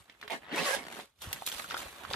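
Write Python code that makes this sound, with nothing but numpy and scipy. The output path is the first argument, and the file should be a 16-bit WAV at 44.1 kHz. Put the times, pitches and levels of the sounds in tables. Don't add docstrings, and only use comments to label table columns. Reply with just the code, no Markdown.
import sys
import numpy as np
from scipy import signal
from scipy.io import wavfile
from scipy.ndimage import uniform_filter1d

SR = 44100
rng = np.random.default_rng(int(sys.argv[2]) if len(sys.argv) > 2 else 0)


def put_to_file(sound):
    columns = np.atleast_2d(sound).T
    safe = np.clip(columns, -1, 1)
    whole_steps = np.round(safe * 32767)
    wavfile.write(sys.argv[1], SR, whole_steps.astype(np.int16))


N = 95123
TREBLE_HZ = 4500

# t/s, mean tooth rate/(1/s), mean level of the tone/dB
FAST_RUN = [(.5, 258, -58), (.525, 249, -42.5), (.55, 342, -37), (.59, 524, -54), (.66, 590, -64),
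            (.69, 523, -33), (.725, 536.2, -39), (.748, 555, -33.5), (.768, 560, -55), (.8, 378, -80)]


def gain_of(db):
    return 10 ** (np.asarray(db) / 20)


def unit_rms(x):
    return x / np.sqrt(np.mean(x ** 2) + 1e-20)


def smooth(x, width):
    return uniform_filter1d(uniform_filter1d(x, width), width)


def curve(rows, column):
    rows = np.array(rows)
    return np.interp(np.arange(N) / SR, rows[:, 0], rows[:, column])


def colour(x, points):
    f, db = np.transpose(points)
    hz = abs(np.fft.fftfreq(4096, 1 / SR))
    log_gain = np.interp(np.log(hz + 1), np.log(f + 1), db) * np.log(10) / 20
    taps = np.fft.ifft(np.exp(np.conj(signal.hilbert(log_gain)))).real[:2048]
    return signal.oaconvolve(x, taps)[:len(x)]


def band(x, hz, kind):
    return signal.sosfilt(signal.butter(3, hz, kind, fs=SR, output="sos"), x)


def steady(x):
    return x / np.sqrt(abs(smooth(x ** 2, 1300)) + 1e-4 * np.mean(x ** 2))


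def patchy(x):
    patch_db = 1.5
    z = signal.stft(x, nperseg=256)[2]
    patches = uniform_filter1d(uniform_filter1d(rng.standard_normal(z.shape), 4, 0), 6, 1)
    return signal.istft(z * gain_of(patch_db * unit_rms(patches)), nperseg=256)[1][:N]


def resonate(x, hz, width_hz):
    turn = np.exp(2j * np.pi * np.cumsum(hz) / SR)
    r = np.exp(-np.pi * width_hz / SR)
    ring = turn * signal.lfilter([1], np.convolve([1, -r], [1, -r]), x / turn)
    return unit_rms(ring.imag)


def add(mix, s, sound):
    part = mix[round(s * SR):][:len(sound)]
    part += sound[:len(part)]


def tooth_knocks():
    # t/s, rate/(1/s)
    stretches = [
        [(.299, 230), (.32, 338), (.345, 334), (.39, 286)],
        [(.423, 99), (.495, 100)],
        [(.8, 450), (.815, 235), (.836, 89)],
        [(.923, 105), (.965, 127), (1.05, 114)],
    ]
    # t/s, knock level/dB
    single_teeth = [(.839, -2), (.851, -2), (.8662, 2), (.8832, 4), (.901, 1), (.9132, 0)]
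    jitter, size_db = 0.12, 2
    fast_per_s = 550
    knocks, slow, t = np.zeros(N), np.zeros(N), np.arange(N) / SR
    for rows in [*stretches, FAST_RUN]:
        on = (t >= rows[0][0]) & (t < rows[-1][0])
        rate = curve(rows, 1)
        teeth_passed = np.cumsum(rate * on) / SR
        at = np.flatnonzero(np.diff(np.floor(teeth_passed + 1 - 1e-3)))
        luck = rng.standard_normal((len(at), 2))
        at = at + np.round(jitter * luck[:, 0] * SR / rate[at]).astype(int)
        knocks[at] += gain_of(size_db * luck[:, 1])
        slow += on * np.clip(1 - rate / fast_per_s, 0, 1)
    for s, db in single_teeth:
        knocks[round(s * SR)] += gain_of(db)
    slow[(t > stretches[2][-1][0]) & (t < stretches[3][0][0])] = 1
    return knocks, slow


def zipper():
    # t/s, mid level/dB, bass re mid/dB, treble re mid/dB
    pull_levels = [(.29, -56, -12, -14), (.3, -42, -37, -19), (.312, -39, -23, -18),
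                   (.322, -35, -13, -18.5), (.35, -40.5, -6.5, -15), (.392, -61.5, -2, -10),
                   (.48, -55.5, -17, -38), (.534, -39.5, -5.5, -18.5), (.586, -32, -13.5, -15),
                   (.624, -36.5, -1.5, -13), (.668, -33.5, -20.5, -8), (.752, -37, -19, -5),
                   (.77, -39, -8.5, -13), (.814, -52, -1.5, -8), (.885, -50, -8, -9),
                   (.95, -54.5, -1, -5.5), (.995, -52, -1, -8), (1.04, -64.5, 2.5, -3), (1.07, -81, -2, -4)]
    # f/Hz, relative density/dB
    scrape_spectrum = [(100, -13), (530, -8), (2630, -12.5), (9950, -12.5), (14200, -22), (15500, -101)]
    # mean f/Hz, width of each pole/Hz, relative level/dB
    ring_modes = [(780, 560, 0), (1950, 480, 0), (2900, 500, -6), (3800, 700, -11)]
    scrape_s, bass_hz = 0.0032, 450
    ring_db, slow_ring_db = -1, 13
    wander_part = 0.1

    knocks, slow = tooth_knocks()
    puffs = signal.lfilter([1], [1, -np.exp(-1 / (scrape_s * SR))], knocks)
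    scrape = unit_rms(colour(puffs * rng.standard_normal(N), scrape_spectrum))
    ring = np.zeros(N)
    for hz, width_hz, db in ring_modes:
        wander = unit_rms(smooth(rng.standard_normal(N), 500))
        ring += gain_of(db) * resonate(knocks, hz * (1 + wander_part * wander), width_hz)
    x = scrape + gain_of(ring_db + slow_ring_db * slow) * unit_rms(ring)

    mid = steady(patchy(band(x, [bass_hz, TREBLE_HZ], "bandpass")))
    bass = steady(band(scrape, [170, bass_hz], "bandpass")) * gain_of(curve(pull_levels, 2))
    treble = steady(band(x, TREBLE_HZ, "high")) * gain_of(curve(pull_levels, 3))
    t = np.arange(N) / SR
    on = (t > pull_levels[0][0]) & (t < pull_levels[-1][0])
    return on * (mid + bass + treble) * gain_of(curve(pull_levels, 1))


def buzz():
    # t/s, Gaussian half length/s, multiple of tooth rate, mean level/dB
    swells = [(.59, 0.0097, 5, -32.5), (.672, 0.015, 2, -34), (0.736, 0.016, 3, -30)]
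    pitch_wobble, level_wobble_db = .022, 4
    t = np.arange(N) / SR
    pitch_drift, level_drift = smooth(rng.standard_normal((2, N)), 200)
    turns = np.cumsum(curve(FAST_RUN, 1) * (1 + pitch_wobble * unit_rms(pitch_drift))) / SR
    fade = np.clip(np.minimum(t - FAST_RUN[0][0], FAST_RUN[-1][0] - t) / 0.0056, 0, 1)
    tones = gain_of(curve(FAST_RUN, 2)) * np.sin(2 * np.pi * turns)
    for s, half_s, multiple, db in swells:
        swell = gain_of(db) * np.exp(-((t - s) / half_s) ** 2)
        tones += swell * np.sin(2 * np.pi * round(multiple) * turns)
    return fade * gain_of(level_wobble_db * unit_rms(level_drift)) * tones


def cloth():
    # t/s, level below treble/dB, treble re that/dB
    rustle_levels = [(0, -62.5, 0.5), (.04, -72, 0), (.09, -62, -11.5), (.19, -69.5, -3), (.25, -54, -13.5),
                     (.29, -67, -1), (.41, -61.5, -7), (.5, -51, -22), (.88, -55, -6), (1.0, -50, -3.5),
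                     (1.06, -66.5, -3.5), (1.15, -88, 4.5), (1.205, -66, 3), (1.22, -53.5, 7.5),
                     (1.26, -49.5, -2.5), (1.32, -53, -3), (1.37, -47, -5), (1.45, -64.5, 6.5),
                     (1.49, -50.5, 1.5), (1.585, -49.5, 4), (1.68, -54, -1.5), (1.72, -46.5, -6.5),
                     (1.76, -48.5, -6.5), (1.78, -47, 1.5), (1.86, -47.5, -4), (1.9, -53, -3),
                     (2.08, -50.5, -8.5), (2.125, -47.5, -2), (2.14, -38, -12)]
    # f/Hz, relative density/dB
    weave_spectrum = [(88, -28.5), (150, -1.5), (490, -1), (1400, 0), (3480, -8.5), (5030, -22.5),
                      (10900, -25), (14300, -28), (15500, -63)]
    crackle_per_s, spread_db, crackle_db = 300, 3, -1
    sizes = gain_of(spread_db * np.minimum(rng.exponential(1, N), 4))
    hits = (rng.random(N) < crackle_per_s / SR) * sizes
    crackle = signal.lfilter([1], [1, -.985], hits) * rng.standard_normal(N)
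    rub = rng.standard_normal(N) + gain_of(crackle_db) * unit_rms(crackle)
    x = patchy(colour(rub, weave_spectrum))
    treble = unit_rms(band(x, TREBLE_HZ, "high")) * gain_of(curve(rustle_levels, 2))
    return (unit_rms(band(x, TREBLE_HZ, "low")) + treble) * gain_of(curve(rustle_levels, 1))


def snaps():
    # t/s, ring level/dB, ring f/Hz, tick level before tick_db/dB, t60/s, crunch re ring/dB
    snap_events = [(0.0976, -47, 2230, -65, 0.0055, 8.5), (0.2132, -48, 2400, -53, 0.012, 7),
                   (0.2275, -18.5, 1870, -72, 0.0035, -16), (.278, -34, 1880, -48, 0.0086, 0.5),
                   (0.239, -51, 421, -76, 0.17, -6.5), (.304, -36, 3500, -40.5, 0.0078, -7),
                   (0.56, -27, 3740, -36.5, 0.0084, -11), (.992, -23, 746, -69, 0.0053, -27),
                   (0.998, -25.5, 1150, -62, 0.0052, -10), (1.0098, -38.5, 3860, -48, 0.0035, 1),
                   (1.3292, -27, 2730, -30.5, 0.012, -2.5), (1.4214, -26.5, 820, -49, 0.012, -14),
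                   (1.4635, -35, 3880, -31.5, 0.03, -3), (1.4745, -25, 3350, -28, 0.0091, -0.5),
                   (1.486, -31, 2260, -29, 0.0084, -1), (1.517, -31, 3230, -42, 0.012, -1),
                   (1.596, -35.5, 1070, -44, 0.0093, 9), (1.644, -29, 1360, -51, 0.0097, -12),
                   (1.7005, -27.5, 3610, -52, 0.01, -12), (1.7073, -31.5, 3120, -57, 0.011, -2),
                   (1.709, -24.5, 1340, -60, 0.014, -16), (1.7165, -41.5, 1860, -67, 0.036, 3.5),
                   (1.743, -18.5, 956, -66, 0.012, -7.5), (1.746, -22, 1360, -66, 0.015, -23),
                   (1.7676, -23.5, 1420, -63, 0.012, -12), (1.7746, -32, 3400, -40.5, 0.019, -7.5),
                   (2.0497, -22.5, 1270, -76, 0.0079, -16), (2.11, -45, 495, -64, 0.038, 8.5),
                   (2.1336, -25, 3680, -57, 0.016, -2), (2.141, -16, 1550, -55, 0.005, -9)]
    click_db, click_s, tick_db = -7, 0.000094, 3
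    rise_s, crunch_q = 0.00042, 1.05
    after_db, after_t60_s, chatter_db = -20.5, 0.1, 6
    out, u = np.zeros(N), np.arange(5000) / SR
    rise = 1 - np.exp(-u / rise_s)
    v = u / click_s
    click = np.e * (1 - v) * np.exp(-v) * v
    for s, ring_db, hz, treble_db, t60_s, crunch_db in snap_events:
        crunch_noise, tick_noise, chatter_noise = rng.standard_normal((3, len(u)))
        fall = gain_of(-60 * u / max(t60_s, .002))
        chatter = chatter_db * unit_rms(uniform_filter1d(chatter_noise, 90))
        tail = fall + gain_of(after_db - 60 * u / after_t60_s + chatter)
        peak = signal.iirpeak(hz, crunch_q, SR)
        crunch = unit_rms(signal.lfilter(*peak, band(crunch_noise, [350, 5000], "bandpass")))
        body = fall * np.sin(2 * np.pi * hz * u) + tail * gain_of(crunch_db) * crunch
        tick = tail * gain_of(treble_db + tick_db) * unit_rms(band(tick_noise, TREBLE_HZ, "high"))
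        add(out, s, gain_of(ring_db + crunch_db + click_db) * click)
        add(out, s, rise * (gain_of(ring_db) * body + tick))
    return out


def thumps():
    # t/s, start level/dB, f/Hz, t60/s (at least 0.02 is used)
    bumps = [(1.271, -34, 90.5, 0.1), (1.55, -43.5, 56.5, 0.05), (1.793, -36.5, 75.4, 0.016),
             (1.857, -38, 65, 0.034), (2.096, -32, 65.4, 0.018)]
    out, u = np.zeros(N), np.arange(8000) / SR
    rise = np.minimum(u / 0.00073, 1)
    for s, start_db, hz, t60_s in bumps:
        fall = gain_of(start_db - 60 * u / max(t60_s, .02))
        add(out, s, -fall * np.sin(2 * np.pi * hz * u) * rise)
    return out


def handling_rumble():
    # t/s, level/dB
    rumble_levels = [(0, -51), (.04, -84), (.27, -72.5), (.5, -71.5), (.62, -62.5), (.69, -81),
                     (.76, -65.5), (1.14, -87), (1.22, -65), (1.28, -52.5), (1.48, -76.5), (1.78, -61),
                     (1.97, -70), (2.15, -54.5)]
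    # f/Hz, relative density/dB
    table_spectrum = [(25, -26), (50, 5.5), (90, 7), (200, -6), (400, -25)]
    hum = band(colour(rng.standard_normal(N), table_spectrum), 330, "low")
    return unit_rms(hum) * gain_of(curve(rumble_levels, 1))


def room_tone():
    # f/Hz, relative density/dB
    air_spectrum = [(18, -14), (30, 10), (6540, -22), (15500, -43)]
    air_db = -81
    return gain_of(air_db) * unit_rms(colour(rng.standard_normal(N), air_spectrum))


def scatter(x):
    shift_s, decay_s = .04, 0.004
    hop, u, out = round(shift_s * SR), np.arange(1000) / SR, np.zeros(N)
    padded = np.pad(x, (hop, 2 * hop))
    fade = np.sin(np.pi * np.arange(2 * hop) / (2 * hop))
    for k in range(N // hop + 1):
        taps = rng.choice([-1., 1.], len(u)) * np.exp(-u / decay_s)
        piece = signal.fftconvolve(padded[k * hop:(k + 2) * hop] * fade, taps / np.linalg.norm(taps))
        if k == 0:
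            piece = piece[hop:]
        add(out, max(k - 1, 0) * hop / SR, piece)
    return out


def spread(x):
    # f/Hz, side re mid/dB
    side_gain = [(60, -17.5), (180, -6), (550, -8), (1650, -2), (15000, 1)]
    # f/Hz, left re right/dB
    left_lean = [(60, 0.5), (500, -2.5), (3000, -2.5), (10000, -0.1)]
    room_db, room_t60_s = -10, 0.09
    u = np.arange(12000) / SR
    side = colour(scatter(x), side_gain)
    room_input = band(x, 283, "high")
    out = []
    for sign in (1, -1):
        tail = rng.choice([-1., 1.], len(u)) * gain_of(-60 * u / room_t60_s) * (u > .005)
        wet = gain_of(room_db) * signal.oaconvolve(room_input, tail / np.linalg.norm(tail))[:N]
        half_lean = [(hz, sign * db / 2) for hz, db in left_lean]
        out.append(colour(x + sign * side + wet, half_lean))
    return np.array(out)


def scene():
    return spread(zipper() + buzz() + cloth() + snaps() + thumps() + handling_rumble() + room_tone())


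def record(dry):
    edge_hz = 15600
    roll_off = signal.butter(10, 14500, fs=SR, output="sos")
    soft = signal.sosfilt(roll_off, band(dry, 40, "high"))
    return signal.oaconvolve(soft, signal.firwin(511, edge_hz, window=("kaiser", 9), fs=SR)[None], "same")


dry = scene()
out = record(dry)
put_to_file(out)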